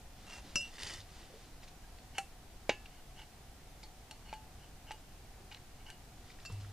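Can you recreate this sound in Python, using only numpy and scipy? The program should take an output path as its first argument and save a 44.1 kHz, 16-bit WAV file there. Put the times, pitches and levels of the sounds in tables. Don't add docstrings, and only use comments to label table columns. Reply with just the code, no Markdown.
import sys
import numpy as np
from scipy import signal
from scipy.fft import rfft, irfft
from scipy.io import wavfile
from scipy.ndimage import uniform_filter1d

SR = 44100
rng = np.random.default_rng(int(sys.argv[2]) if len(sys.argv) > 2 else 0)


def gain_from_db(level_db):
    decades = np.asarray(level_db, float) / 20
    return 10 ** decades


def output_pcm(signal):
    pcm = np.clip(np.atleast_2d(signal).T, -1, 1) * 32767
    wavfile.write(sys.argv[1], SR, np.round(pcm).astype(np.int16))


N = 296524

# (frequency [Hz], width [Hz], level [dB])
SHELF_PEAKS = [(1950, 280, 3), (2960, 450, 3), (3540, 180, 0.5), (4900, 1800, 1.5)]


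def evened(x):
    return x / np.sqrt(np.mean(x ** 2) + 1e-20)


def read(points, hz):
    f, value = np.transpose(points)
    return np.interp(np.log(hz + 1), np.log(f + 1), value)


def add(mix, s, sound):
    part = mix[round(s * SR):][:len(sound)]
    part += sound[:len(part)]


def coloured(x, spectrum):
    gain = gain_from_db(read(spectrum, np.fft.rfftfreq(len(x), 1 / SR)))
    return evened(irfft(rfft(x) * gain, len(x)))


def resonate(x, hz, width):
    turn = np.exp(2j * np.pi * np.cumsum(hz * np.ones(len(x))) / SR)
    r = np.exp(-np.pi * width / SR)
    return 2 * (turn * signal.lfilter([1 - r], [1, -r], x / turn)).real


def fuzzy_tone(length, hz, width):
    noise = rng.standard_normal(length)
    return evened(resonate(resonate(noise, hz, width), hz, width))


def ring(modes, t):
    return sum(gain_from_db(db - 60 * t / t60) * np.sin(2 * np.pi * hz * t) for hz, db, t60 in modes)


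def air():
    # (frequency [Hz], level per Hz [dB])
    air_colour = [(8.8, -45), (15, -1.5), (70, -9.5), (190, -19.5), (518, -26.5), (899, -27.5), (1010, -30),
                  (15400, -41)]
    # (frequency [Hz], side minus mid [dB])
    air_side = [(60, -23), (200, -13), (700, -8), (4400, -1.5), (15000, 0.5)]
    air_db, drone_hz, drone_width_hz, drone_db = -55.5, 733, 118, -71
    frames, hz = N // 512 + 5, np.fft.rfftfreq(2048, 1 / SR)
    a, b, c, d, patches = rng.standard_normal((frames, 1025, 5)).T
    patches = uniform_filter1d(patches, size=20, axis=0)
    patches = evened(uniform_filter1d(patches, size=8, axis=1))
    z = np.array([a + 1j * b, (c + 1j * d) * gain_from_db(read(air_side, hz))[:, None]])
    z = z * gain_from_db(read(air_colour, hz)[:, None] + 0.5 * patches)
    mid, side = signal.istft(z, nperseg=2048, noverlap=1536)[1][:, :N]
    drone = gain_from_db(drone_db) * fuzzy_tone(N, drone_hz, drone_width_hz)
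    return gain_from_db(air_db) / np.std(mid) * np.array([mid + side, mid - side]) + drone


def plank(low):
    # (time [s], length [s], level [dB], frequency [Hz])
    shudders = [
        (0.82, 0.17, -57.5, 84.3),
        (0.968, 0.1, -56.5, 99.8),
        (6.511, 0.22, -42.5, 100.2),
    ]
    attack_s, rise_db, fade_db_per_s = 0.025, 10, 54
    beat_hz, beat_depth = 19, 0.21
    for s, length, db, hz in shudders:
        t = np.arange(0, length, 1 / SR)
        rise = rise_db * np.maximum(1 - t / attack_s, 0)
        fade = fade_db_per_s * np.maximum(t - attack_s, 0)
        throb = 1 + beat_depth * np.cos(2 * np.pi * beat_hz * (t - attack_s))
        tone = np.sqrt(2) * np.sin(2 * np.pi * hz * t) * signal.windows.tukey(len(t), .08)
        add(low, s, gain_from_db(db - rise - fade) * throb * tone)


def bumps(near):
    # (time [s], level [dB], frequency [Hz], width [Hz], t60 [s])
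    blows = [
        (0.447, -50.5, 240, 140, 0.2),
        (1.298, -58, 495, 200, 0.36),
        (1.339, -56, 450, 160, 0.16),
        (6.499, -42, 190, 300, 0.037),
        (5.4, -59, 360, 110, 0.21),
    ]
    t = np.arange(SR // 5) / SR
    for s, db, hz, width, t60 in blows:
        body = fuzzy_tone(len(t), hz, width)
        add(near, s, gain_from_db(db - 60 * t / t60) * body * (1 - np.exp(-t / 0.00028)))


def rub(near, strokes, shares, colour, peaks, grit_db=2.5):
    edge_db = -11.5
    for s, attack, hold, release, db in strokes:
        t = np.arange(0, attack + hold + release, 1 / SR)
        pressure = np.interp(t, [0, attack, attack + hold, attack + hold + release], [0, 1, 1, 0])
        slips, clumps = rng.standard_normal((len(t), 2)).T
        clumps = evened(uniform_filter1d(uniform_filter1d(clumps, size=70), size=70))
        rung = 0
        for hz, width, peak_db in peaks:
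            rung = rung + gain_from_db(peak_db) * evened(resonate(resonate(slips, hz, width), hz, width))
        share = np.clip(shares[0] + (shares[1] - shares[0]) * pressure, 0, 1)
        sound = np.sqrt(1 - share) * coloured(slips, colour) + np.sqrt(share) * evened(rung)
        level = gain_from_db(db + edge_db * (1 - pressure) + grit_db * clumps)
        add(near, s, level * sound * signal.windows.tukey(len(t), .1))


def sleeves(near):
    # (start [s], attack [s], hold [s], release [s], level [dB])
    strokes = [(.12, 0.088, 0.036, .02, -65), (.6, 0.024, 0.062, 0.027, -60),
               (.41, 0.048, 0.062, 0.05, -60), (1.0, 0.17, 0.045, 0.16, -61),
               (1.33, 0.059, 0.063, .08, -65), (1.61, 0.029, 0.0046, 0.021, -59.5),
               (1.67, 0.0073, .005, 0.032, -64), (6.2, 0.097, .01, 0.062, -64),
               (6.39, 0.042, .005, 0.0067, -63), (6.49, 0.0073, .01, 0.11, -61),
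               (6.59, 0.011, .005, 0.14, -62.5)]
    # (frequency [Hz], level per Hz [dB])
    cloth = [(300, 4), (800, -3), (2000, -2.5), (4000, -1), (7000, -6.5), (10000, -13), (15000, -65)]
    rub(near, strokes, (.05, 0.0089), cloth, SHELF_PEAKS, 0.6)


def lift(near):
    # (start [s], attack [s], hold [s], release [s], level [dB])
    strokes = [
        (.24, 0.073, 0.069, 0.035, -54),
    ]
    # (frequency [Hz], level per Hz [dB])
    scrape = [(300, -6), (600, -3), (2000, -4.5), (6000, -7.5), (9000, -12), (15000, -39)]
    # (frequency [Hz], width [Hz], level [dB])
    peaks = [(2757, 85, 8), (5060, 250, -10), (5950, 200, -7), (1880, 370, -9)]
    rub(near, strokes, (.02, 0.28), scrape, peaks)


def drag(near):
    # (start [s], attack [s], hold [s], release [s], level [dB])
    strokes = [
        (.7, 0.065, 0.0056, .01, -56.5),
        (.774, 0.021, 0.14, 0.077, -50.5),
    ]
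    # (frequency [Hz], level per Hz [dB])
    scrape = [(300, 1), (800, -2), (1500, -0.5), (5000, -1), (9000, -4), (12000, -14.5), (15000, -43)]
    rub(near, strokes, (.12, 0.28), scrape, SHELF_PEAKS, 2.3)


def plunger(near):
    # (start [s], attack [s], hold [s], release [s], level [dB])
    strokes = [(2.135, 0.032, 0.011, 0.004, -55.5), (2.89, 0.033, 0.077, .015, -70.5),
               (3.16, 0.022, .008, 0.054, -56), (4.245, 0.025, 0.048, 0.0088, -62.5),
               (4.58, 0.056, .01, 0.034, -66.5), (4.86, 0.014, 0.029, .003, -59.5),
               (5.511, .008, 0.0046, 0.016, -53), (5.54, .004, .004, 0.03, -63),
               (5.75, .03, .035, .03, -72), (5.853, 0.013, .004, 0.028, -57.5),
               (5.878, .01, .004, .004, -58)]
    # (start [s], attack [s], hold [s], release [s], level [dB])
    squeak = [
        (4.25, 0.022, 0.081, .03, -69.5),
    ]
    # (frequency [Hz], level per Hz [dB])
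    scrape = [(300, -3), (900, -9), (2000, -0.5), (3000, -12), (5000, -6), (8000, -13), (15000, -43)]
    # (frequency [Hz], width [Hz], level [dB])
    tube_peaks = [(1530, 160, -5), (2200, 150, -3.5), (2900, 320, 6), (4400, 230, -10), (870, 96, -0.5)]
    # (frequency [Hz], width [Hz], level [dB])
    rod_peak = [(4400, 90, -1)]
    rub(near, strokes, (0.48, 0.81), scrape, tube_peaks)
    rub(near, squeak, (.95, 1), scrape, rod_peak)


def tick(near, rows, puff_t60, ring_db, bottom_db):
    t = np.arange(SR // 5) / SR
    for s, db, hz in rows:
        puff = fuzzy_tone(len(t), hz, 0.53 * hz) * gain_from_db(-60 * t / puff_t60)
        tin = ring([(hz, ring_db, .1), (867, bottom_db, 0.11)], t)
        add(near, s, gain_from_db(db) * (puff + tin) * (1 - np.exp(-t / 0.00069)))


def ticks(near):
    # (time [s], level [dB], centre [Hz])
    grit = [(.782, -48, 3760), (.897, -46, 1950), (.781, -45.5, 1940), (.801, -49, 2000), (.82, -46, 2000),
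            (.876, -48, 1980), (.864, -43, 3000), (.849, -46, 3020), (.887, -49, 5600), (.917, -53, 3060),
            (.936, -44, 4940), (.8198, -41.5, 4680), (.869, -40, 5000), (1.003, -48, 3900),
            (1.012, -49, 4100), (1.631, -55, 2200), (1.678, -53.5, 3050), (1.683, -57, 5530),
            (1.985, -56, 2090), (2.180, -36, 2200), (2.857, -46.5, 2410), (2.863, -57, 4330),
            (3.831, -58, 6600), (3.8305, -50.5, 4100), (3.832, -57, 2200), (5.522, -48, 3820),
            (5.534, -64, 2970), (5.57, -54, 1610), (5.569, -57, 3900), (6.301, -53.5, 1950),
            (6.303, -56.5, 4500), (6.315, -58, 3500), (6.386, -53, 1920), (6.40, -53, 3800),
            (6.498, -52, 930), (6.521, -55, 6000), (6.523, -55, 8800), (6.61, -58, 4500),
            (6.646, -58, 1500), (.654, -54, 3250)]
    # (time [s], level [dB], centre [Hz])
    pings = [(.569, -45, 7200), (.574, -44, 8240), (1.985, -55, 4390), (4.292, -54, 2500),
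             (5.514, -47, 2470), (5.803, -58, 2270), (5.864, -60, 2900)]
    # (time [s], level [dB], centre [Hz])
    plinks = [(1.8378, -62, 1620), (3.19, -54.5, 2955), (3.215, -54.5, 2760), (3.835, -53, 4400),
              (5.894, -56.5, 1570)]
    # (time [s], level [dB], centre [Hz])
    snaps = [
        (.8328, -29, 4900),
        (5.546, -36, 3400),
    ]
    tick(near, grit, puff_t60=0.033, ring_db=-28, bottom_db=-24)
    tick(near, pings, puff_t60=0.018, ring_db=-6.5, bottom_db=-34)
    tick(near, plinks, puff_t60=0.049, ring_db=0.5, bottom_db=-1.2)
    tick(near, snaps, puff_t60=0.01, ring_db=-29, bottom_db=-31)


def pair():
    # (early [Hz], late [Hz], slide centre [s], slide time [s], level [dB], fade [dB per s])
    tones = [(2698, 2726, .597, .004, -31.5, 160), (2888, 2856, .59, .025, -37.5, 135)]
    start_s, grip_s, grip_db_per_s = .5566, .645, 205
    touch_s, touch_length_s, touch_db = .593, .011, -6
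    t, out = np.arange(SR // 4) / SR, 0
    now = t + start_s
    for early_hz, late_hz, centre, slide, db, fade in tones:
        hz = early_hz + (late_hz - early_hz) * (.5 + .5 * np.tanh((now - centre) / slide))
        level_db = db - fade * t - grip_db_per_s * np.maximum(now - grip_s, 0)
        level_db += touch_db * np.exp(-((now - touch_s) / touch_length_s) ** 2)
        out = out + gain_from_db(level_db) * np.sin(2 * np.pi * np.cumsum(hz) / SR)
    return start_s, out


def thud():
    s, db, hz, swell_s = 2.6935, -18, 570, .0009
    t = np.arange(SR // 50) / SR
    return s, gain_from_db(db) * t / swell_s * np.exp(1 - t / swell_s) * np.sin(2 * np.pi * hz * t)


def click(spectrum):
    log_gain = np.log(gain_from_db(read(spectrum, abs(np.fft.fftfreq(2048, 1 / SR)))))
    pulse = np.fft.ifft(np.exp(np.conj(signal.hilbert(log_gain)))).real
    return pulse / abs(pulse).max()


def crack(contact, click_db, crack_db):
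    # (frequency [Hz], level per Hz [dB])
    clink = [(200, 5.5), (600, -7.5), (1000, -4), (1400, 3.5), (2500, -29), (6000, -3.5), (11500, -19),
             (15000, -35)]
    # (frequency [Hz], level per Hz [dB])
    spout = [(200, -27), (500, -29), (1500, 1), (2700, 4), (4000, -11), (8400, -2), (12000, -12),
             (15000, -41)]
    # (frequency [Hz], level per Hz [dB])
    body = [(100, -32.5), (300, 0), (700, -3), (1200, -10.5), (2400, -0.5), (4000, -12), (6500, -18),
            (15000, -46)]
    # (frequency [Hz], level per Hz [dB])
    stop = [(200, -16), (500, -5.5), (900, -6.5), (1200, -11.5), (2300, -12), (3500, -20), (6000, -24.5),
            (15000, -65)]
    # (frequency [Hz], level per Hz [dB])
    tap = [(500, -31), (1500, -3), (3000, 2), (5000, -8), (8000, -3.5), (15000, -18)]
    # (frequency [Hz], level [dB])
    burst_colour = [(300, -12), (900, -5), (1800, -1.5)]
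    colour = dict(CLINK=clink, SPOUT=spout, BODY=body, STOP=stop, TAP=tap)[contact]
    t60 = dict(CLINK=0.031, SPOUT=0.024, BODY=0.051, STOP=0.038, TAP=0.029)[contact]
    t = np.arange(SR // 5) / SR
    burst = coloured(coloured(rng.standard_normal(len(t)), colour), burst_colour)
    burst = burst * gain_from_db(crack_db - 60 * t / t60) * (1 - np.exp(-t / 0.00017))
    add(burst, 0, gain_from_db(click_db) * click(colour))
    return burst


def ringing_part(part, ring_db, damp_s):
    # (frequency [Hz], level [dB], t60 [s])
    rim = [(578, -53, .3), (4540, -44, .1), (5079, -37, .27), (5138, -46, .2), (5415, -41, .22),
           (3677, -60, .25), (6430, -52, .28), (7144, -51, .2), (7222, -44.5, .17), (8070, -50, .17),
           (7590, -50, .1), (8280, -56, .3), (2270, -51, .15), (8904, -54, .15)]
    # (frequency [Hz], level [dB], t60 [s])
    band = [(5797, -33.5, .14), (5864, -40, .12), (5620, -39, .05), (6000, -40, .045), (5250, -42, .04),
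            (6750, -44, .03)]
    # (frequency [Hz], level [dB], t60 [s])
    belly = [(787, -33.5, .13)]
    # (frequency [Hz], level [dB], t60 [s])
    lid = [(5713, -58, .3), (5866, -53, .35), (6050, -56, .06), (8105, -44, .05), (7693, -59, .4),
           (8270, -54, .08), (8900, -57, .15)]
    # (frequency [Hz], level [dB], t60 [s])
    nozzle = [(1350, -50, .11), (1600, -46, .03), (2180, -45, .035), (2405, -44, .04), (2662, -53, .25),
              (2764, -57, .27), (2715, -36, .045), (2934, -30.5, .035), (3970, -52, .07), (4357, -43, .06),
              (5706, -44, .04), (5943, -53, .1), (8148, -50, .07), (8570, -52, .06)]
    # (frequency [Hz], level [dB], t60 [s])
    drum = [(281, -36, .06), (370, -43, .14), (5950, -39, .035), (829, -33, .1), (1028, -48, .17),
            (1715, -52, .35), (2256, -43, .06), (2480, -33, .022), (2652, -52, .4), (2762, -38, .15),
            (2950, -43, .14), (1540, -41, .08), (3750, -43, .1), (5410, -46, .07)]
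    # (frequency [Hz], level [dB], t60 [s])
    pump = [(867, -53, .14), (1494, -58, .05), (2242, -62, .05), (2883, -55, .07), (4367, -53.5, .13),
            (4100, -55, .03), (5737, -54, .05), (5560, -58, .09)]
    # (frequency [Hz], level [dB], t60 [s])
    seat = [(867, -47, .36), (881, -42.5, .05), (1580, -55, .04), (2300, -56, .04)]
    # (frequency [Hz], level [dB], t60 [s])
    rod = [(1600, -61, .09), (2870, -57, .21), (3025, -53, .06), (4680, -64, .13), (4405, -64, .07),
           (2336, -64, .05)]
    # (frequency [Hz], level [dB], t60 [s])
    handle = [(1619, -58, .07), (2690, -50, .4), (4377, -51, .05), (5272, -61, .4), (5767, -56, .05)]
    # (frequency [Hz], level [dB], t60 [s])
    loop = [(2690, -59, .8), (4630, -48, .07), (4480, -50, .06), (4300, -53, .04), (5767, -51, .06),
            (5290, -60, .3), (7255, -52, .14), (6950, -54, .03), (9150, -58, .05)]
    modes = dict(RIM=rim, LID=lid, NOZZLE=nozzle, DRUM=drum, PUMP=pump, SEAT=seat, ROD=rod,
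                 HANDLE=handle, LOOP=loop, BAND=band, BELLY=belly)[part]
    t = np.arange(SR // 3) / SR
    damping_db = 600 * np.maximum(t - damp_s, 0)
    return ring(modes, t) * gain_from_db(ring_db - damping_db) * (1 - np.exp(-t / .0003))


def knocks(near, tin):
    # (time [s], click [dB], crack [dB], ring [dB], fingers damp the ring after [s])
    blows = [(0.5569, -38, -30, 0, 0.054), (0.612, -67, -56, -1, 0.1), (2.1828, -28, -32, 0, 0.07),
             (2.6937, -21, -27, 0, 0.16), (4.111, -37, -45.5, -1, .05), (4.3285, -32, -46, 1, 0.19),
             (4.337, -46, -47, -2, .1), (4.9086, -34.5, -44, -2.5, .04), (4.9165, -38, -45, 2, 0.055),
             (5.902, -34.5, -48, 2, .07), (6.451, -45, -49, 0, 0.033), (6.458, -42, -50, 0, 0.12),
             (0.5570, -70, -60, 0, .024), (2.1842, -33, -46, 0, .056), (2.192, -36, -45, -30, .02),
             (.8326, -27, -50, -30, .02)]
    contacts = "CLINK TAP SPOUT BODY TAP STOP TAP STOP TAP TAP CLINK TAP TAP STOP SPOUT TAP".split()
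    parts = "RIM LID NOZZLE DRUM PUMP SEAT ROD SEAT ROD ROD HANDLE LOOP BAND BELLY BELLY BELLY".split()
    for (s, click_db, crack_db, ring_db, damp_s), part, contact in zip(blows, parts, contacts):
        add(near, s, crack(contact, click_db, crack_db))
        add(tin, s, ringing_part(part, ring_db, damp_s))
    add(tin, *pair())
    add(tin, *thud())


def shed(x):
    # (frequency [Hz], t60 [s])
    decay = [(150, 0.32), (1000, 0.15), (4000, 0.2), (12000, 0.28)]
    taps = np.zeros((2, SR // 3))
    at = np.arange(120, SR // 3 - 20, 20)
    at = at + rng.integers(0, 20, (2, len(at)))
    np.put_along_axis(taps, at, rng.choice([-1., 1.], at.shape), 1)
    hz, t, z = signal.stft(taps, SR, nperseg=128)
    tail = signal.istft(z * gain_from_db(-60 * t / read(decay, hz)[:, None]), SR, nperseg=128)[1]
    tail = tail[0] + 0.11 * np.array([tail[1], -tail[1]])
    return signal.fftconvolve(x[None], tail / np.linalg.norm(tail[0]), axes=1)[:, :N]


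def scene():
    near, tin, low = np.zeros((3, N))
    plank(low)
    bumps(near)
    sleeves(near)
    lift(near)
    drag(near)
    plunger(near)
    ticks(near)
    knocks(near, tin)
    direct = np.array([np.roll(near + tin, 1), near + tin])
    echo = gain_from_db(-10) * shed(near + gain_from_db(-9.0) * tin)
    return direct + echo + low + air()


def band_limit(x):
    return signal.sosfilt(signal.butter(12, 15600, fs=SR, output="sos"), x)


def record(dry):
    # (frequency [Hz], level [dB])
    microphone = [(6000, 1.5), (10000, -0.2), (13000, -2), (15500, -4)]
    heard = irfft(rfft(dry) * gain_from_db(read(microphone, np.fft.rfftfreq(N, 1 / SR))), N)
    low_pass = signal.firwin(511, 15550, window=("kaiser", 9), fs=SR)
    mix = signal.oaconvolve(heard, low_pass[None], "same")
    return band_limit(mix)


dry = scene()
out = record(dry)
output_pcm(out)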